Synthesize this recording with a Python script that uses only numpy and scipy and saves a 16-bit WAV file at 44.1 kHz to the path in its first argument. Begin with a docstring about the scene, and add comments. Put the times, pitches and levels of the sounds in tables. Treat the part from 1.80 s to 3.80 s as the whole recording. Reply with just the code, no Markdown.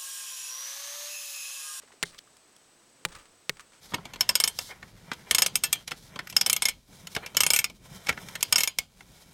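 """A large blade chops three times into a thin tree trunk in woodland, close to the microphone.
Leaves rustle and chips tap over faint hiss. At 0.23 s the edge strikes with a crack, fibres tear for a
few milliseconds, the blade stops with a knock and the trunk thuds; the trees return a soft echo.
The blade scrapes in the cut, a splinter snaps and twigs tick. Two more chops follow at 1.25 s and
1.70 s, each with its echo, rustling leaves and falling chips."""
import sys
import numpy as np
from scipy import signal
from scipy.fft import rfft, irfft
from scipy.io import wavfile
from scipy.ndimage import uniform_filter1d

SR = 44100
rng = np.random.default_rng(int(sys.argv[2]) if len(sys.argv) > 2 else 0)


def wav_out(sig):
    """Save sig, one row per channel (or a flat mono array), as 16-bit PCM at SR to the path in sys.argv[1]."""
    wavfile.write(sys.argv[1], SR, np.round(np.clip(np.atleast_2d(sig).T, -1, 1) * 32767).astype(np.int16))


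N = 88200
T = np.arange(N) / SR

# Blows of the blade: start_s, crack_db, crack_hz, crack_width_ratio, blade_db, fibre_db, bite_s,
# knock_hz, knock_db, trunk_db, tilt_db_per_octave, aftermath_db
BLOWS = [(0.2280, -8.5, 2810, 0.24, -16, -24.5, 0.0068, 1853, -19.5, -45.5, 2.0, -6),
         (1.2512, -7, 1360, 1, -17.5, -24, 0.0035, 1300, -33, -36, 0, -1),
         (1.6950, -5, 2080, 1, -27, -25.5, .0028, 1944, -26.5, -40, -2.5, -9)]


def undb(db):
    """Decibels to amplitude gain."""
    return 10 ** (np.asarray(db) / 20)


def unit(x):
    """Scale to rms 1."""
    return x / np.sqrt(np.mean(x ** 2))


def fade(t, t60):
    """Exponential damping: 1 until t = 0, then 60 dB down every t60 seconds."""
    return np.exp(-np.log(1000) * np.maximum(t, 0) / t60)


def swell(start, rise_s, t60_s):
    """Envelope with a linear rise and an exponential decay."""
    return np.clip((T - start) / rise_s, 0, 1) * fade(T - start - rise_s, t60_s)


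def colour(x, spectrum, size=4096):
    """Minimum-phase filtering with unit energy, shaped by (frequency_hz, level_db) points."""
    hz, db = np.array(spectrum, float).T
    bins_hz = np.maximum(np.arange(size // 2 + 1) * SR / size, 1)
    gain = undb(np.interp(np.log(bins_hz), np.log(hz), db))
    cepstrum = irfft(np.log(gain))
    cepstrum[1:size // 2] *= 2  # folding the cepstrum makes the filter causal
    cepstrum[size // 2 + 1:] = 0
    response = irfft(np.exp(rfft(cepstrum)))
    return signal.fftconvolve(x, response / np.sqrt(np.sum(response ** 2)))[:N]


def noise(spectrum):
    """Filtered Gaussian noise, rms 1."""
    return unit(colour(rng.standard_normal(N), spectrum))


def crackle(spectrum, per_s, spread_db):
    """Shot noise: dense random clicks of uneven but bounded size, rms 1."""
    hits = rng.random(N) < per_s / SR
    sizes = undb(spread_db * np.minimum(rng.exponential(size=N), 3))
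    signs = np.sign(rng.standard_normal(N))
    return unit(colour(hits * signs * sizes, spectrum))


def ring(modes, start, pitch=1):
    """Free vibration: a sum of damped modes, neighbours swinging in opposite directions."""
    t = np.maximum(T - start, 0)
    return sum((-1) ** k * undb(db) * np.sin(2 * np.pi * hz * pitch * t) * fade(t, t60)
               for k, (hz, db, t60) in enumerate(modes))


def wander(rate_hz):
    """Slow random modulation, rms 1."""
    hold = int(SR / rate_hz)
    steps = np.repeat(rng.standard_normal(N // hold + 1), hold)
    return unit(uniform_filter1d(steps, hold)[:N])


def background():
    """Broadband hiss under a thin whine, made unsteady by slight frequency modulation."""
    # Spectral density of the hiss: frequency_hz, level_db
    hiss_spectrum = [(20, -12), (60, -8), (125, -4), (270, 0), (400, -1.5), (600, -2.5), (1900, -7),
                     (2700, -8.5), (7000, -9.5), (9700, -12), (10500, -24), (16000, -24.5)]
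    # Tones of the whine: pitch_hz, level_db
    tones = [(8009, -76), (8038, -69.5), (8070, -80), (11854, -85.5)]
    wander_hz, hiss_db = 1.94, -61.5
    whine = 0
    for hz, db in tones:
        phase = 2 * np.pi * np.cumsum(hz + wander_hz * wander(rate_hz=34)) / SR
        whine += undb(db) * np.sqrt(2) * np.sin(phase)
    return noise(hiss_spectrum) * undb(hiss_db + 0.13 * wander(rate_hz=3.7)) + whine


def leaves():
    """Dry leaves and bark chips rustle: many tiny contacts add up to bursts of shot noise."""
    # Rustles: start_s, rise_s, t60_s, level_db
    rustles = [(.017, 0.0036, 0.16, -53.5), (0.069, 0.011, 0.11, -59), (0.118, 0.0025, 0.14, -54.5),
               (.343, 0.0022, 0.034, -46.5), (1.286, 0.00082, 0.17, -51), (1.315, 0.012, 0.11, -50.5),
               (1.349, 0.0012, 0.053, -42.5), (1.362, 0.0014, 0.053, -53), (1.385, 0.0022, 0.19, -51.5),
               (1.455, 0.001, 0.081, -56), (1.768, 0.0024, 0.037, -49.5), (1.7945, 0.0016, 0.04, -44),
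               (1.801, 0.0015, 0.052, -49.5), (1.918, 0.0052, 0.55, -58)]
    # Spectrum of the contacts: frequency_hz, level_db
    spectrum = [(100, -8.5), (500, -20.5), (900, -0.5), (1300, 2), (2600, -2), (5000, -6), (9500, -8),
                (11000, -25), (16000, -30)]
    envelope = sum(undb(db) * swell(start, rise, t60) for start, rise, t60, db in rustles)
    return crackle(spectrum, per_s=2500, spread_db=3.0) * envelope


def twigs():
    """Twigs tick: each brief transient spreads its energy over a wide band."""
    # Ticks: start_s, level_db
    ticks = [(.568, -50), (0.764, -48), (1.286, -53), (1.674, -72), (1.807, -46)]
    # Spectrum of a tick: frequency_hz, level_db
    spectrum = [(100, -19), (1500, -0.5), (4500, -0.5), (9000, 3), (11000, -5), (16000, -17)]
    envelope = sum(undb(db) * swell(start, rise_s=0.0004, t60_s=0.02) for start, db in ticks)
    return noise(spectrum) * envelope


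def falling_chips():
    """Impact on the ground excites the damped modes of small pieces of wood."""
    # Landings: start_s, pitch_hz, level_db
    landings = [(.034, 440, -46.5), (.106, 766, -48.5), (0.12, 1910, -49), (0.138, 395, -47.5),
                (.475, 1170, -51.5), (1.354, 1125, -53), (1.802, 1183, -41), (1.934, 2310, -51)]
    # Modes of a chip: pitch_ratio, level_db, t60_s
    modes = [(1.0, -3, 0.038), (1.4, -1.5, 0.015), (2.2, -36, 0.0099)]
    return sum(undb(db) * ring(modes, start, hz) for start, hz, db in landings)


def splinter():
    """Brittle fracture: a splinter strains, then snaps, in two bursts of clicks."""
    # Strain and snap: start_s, rise_s, t60_s, level_db
    bursts = [(.380, 0.0034, 0.032, -47), (0.3853, 0.006, 0.0052, -37)]
    # Spectrum of the fracture: frequency_hz, level_db
    spectrum = [(100, -14), (1000, -14.5), (1700, -7), (2700, -5.5), (3600, 2.5), (5800, 0), (7000, -11),
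                (9500, -12.5), (11000, -23), (16000, -19)]
    envelope = sum(undb(db) * swell(start, rise, t60) for start, rise, t60, db in bursts)
    return crackle(spectrum, per_s=9000, spread_db=-2.7) * envelope


def scrape():
    """Friction of steel on wood in the first cut makes a fading run of tiny clicks."""
    # Spectrum of the friction: frequency_hz, level_db
    spectrum = [(100, -6), (1000, -12), (2500, -11), (4000, -2.5), (5800, -7), (7000, -9.5), (9500, -7.5),
                (11000, -24), (16000, -24)]
    envelope = undb(-46.5) * swell(start=0.246, rise_s=0.013, t60_s=0.27)
    return crackle(spectrum, per_s=3000, spread_db=2.0) * envelope


def aftermath():
    """Scattering by near stems, a delayed reflection from far trees and the shaken trunk's rumble."""
    # Sound scattered by nearby stems: frequency_hz, level_db
    near_spectrum = [(60, -60), (170, 10.5), (300, 16.5), (550, 21), (850, 4), (1250, 15.5), (2600, 3),
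                     (5000, -8), (9000, -97), (16000, 4)]
    # Echo from a line of trees further off: frequency_hz, level_db
    far_spectrum = [(100, -3), (850, -24.5), (1220, 3), (1450, -14.5), (1750, -7.5), (2100, -12.5),
                    (2650, -10), (5000, -46.5), (16000, -26)]
    echo_delay_s, rumble_cutoff_hz = 0.093, 44.3
    near, far = noise(near_spectrum), noise(far_spectrum)
    lowpass = signal.butter(2, rumble_cutoff_hz, fs=SR, output="sos")
    shake = unit(signal.sosfilt(lowpass, rng.standard_normal(N)))
    out = 0
    for start, *_, aftermath_db in BLOWS:
        scatter = undb(-56) * near * swell(start, rise_s=0.06, t60_s=0.64)
        echo = undb(-48.5) * far * swell(start + echo_delay_s, rise_s=0.019, t60_s=0.21)
        rumble = undb(-54.5) * shake * swell(start, rise_s=0.012, t60_s=0.62)
        out += undb(aftermath_db) * (scatter + echo + rumble)
    return out


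def thud(start, tilt_db):
    """Modal response of the trunk to a short push; tilt_db makes each thud brighter or duller."""
    # Modes of the trunk: pitch_hz, level_db, t60_s
    modes = [(130, -3, .15), (169.8, 0.5, 0.16), (252, -5, 0.02), (381, -5.5, 0.051), (419, 0, 0.075),
             (527, -6.5, 0.078), (850, -8, 0.074), (1184, -0.5, .03)]
    lowest_hz, push_s = modes[0][0], 0.0024
    tilted = [(hz, db + tilt_db * np.log2(hz / lowest_hz), t60) for hz, db, t60 in modes]
    return ring(tilted, start) * np.clip((T - start) / push_s, 0, 1)


def crack(start, centre_hz, width_ratio):
    """The edge meets the wood: an impulse excites a heavily damped resonance, peak 1."""
    # Spectrum of the contact pulse: frequency_hz, level_db
    spectrum = [(60, -13.5), (300, -0.5), (1200, 0), (3000, 4.5), (6000, 5), (9500, -4), (11000, -9),
                (16000, -8)]
    impulse = np.zeros(N)
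    impulse[int(start * SR)] = 1
    pulse = colour(impulse, spectrum)
    resonance = signal.lfilter(*signal.iirpeak(centre_hz, 1 / width_ratio, fs=SR), pulse)
    contact = resonance + undb(-10) * pulse
    return contact / np.abs(contact).max()


def chops():
    """Impact, fracture, arrest: the edge cracks, fibres tear, and the stopping blade knocks the wood."""
    # Spectrum of tearing fibres: frequency_hz, level_db
    fibre_spectrum = [(60, -6.5), (300, -5), (470, 3.5), (750, -11.5), (1200, -6), (1700, 0.5), (2500, 0),
                      (3600, 3), (6000, -10.5), (9500, -5), (11000, -17), (16000, -17.5)]
    # Modes of the blade, choked at once by the wood: pitch_hz, level_db, t60_s
    blade_modes = [(3010, -3.5, 0.0072), (3395, -35, 0.02), (4610, -17, 0.027), (7120, -5.5, 0.015),
                   (9630, -22.5, 0.042)]
    # Modes of the wood that grips the blade: pitch_ratio, level_db, t60_s
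    knock_modes = [(.85, -9, 0.017), (1.0, 3.5, 0.013), (1.14, -8, 0.033), (1.8, -8, 0.0096),
                   (2.0, -51, .014)]
    split_hz, fibre_t60_s = 1970, 0.026
    fibres = crackle(fibre_spectrum, per_s=18000, spread_db=3.5)
    dull = signal.sosfiltfilt(signal.butter(3, split_hz, fs=SR, output="sos"), fibres)
    out = 0
    for (start, crack_db, crack_hz, width_ratio, blade_db, fibre_db, bite_s,
         knock_hz, knock_db, trunk_db, tilt_db, _) in BLOWS:
        stop = start + bite_s
        contact = undb(crack_db) * crack(start, crack_hz, width_ratio)
        blade = undb(blade_db) * ring(blade_modes, start)
        treble = (fibres - dull) * fade(T - start, t60=13.6 * bite_s)  # dulls as the blade slows
        tearing = undb(fibre_db) * (dull + treble) * (T >= start) * fade(T - stop, fibre_t60_s)
        knock = undb(knock_db) * ring(knock_modes, stop, knock_hz)
        # The trunk is pushed once on entry and again, more weakly, as the blade stops.
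        trunk = undb(trunk_db) * (thud(start, tilt_db) + undb(-6) * thud(stop, tilt_db))
        out += contact + blade + tearing + knock + trunk
    return out


def scene():
    """Superposition of all sources at one microphone."""
    chopping = chops() + aftermath() + scrape()
    debris = leaves() + splinter() + twigs() + falling_chips()
    return (chopping + debris + background())[None]


def record(dry):
    """Band limiting: the recorder's steep low-pass filter removes the highest treble."""
    cutoff_hz = 16500
    return signal.sosfilt(signal.ellip(8, 0.2, 70, cutoff_hz, fs=SR, output="sos"), dry)


dry = scene()
out = record(dry)
wav_out(out)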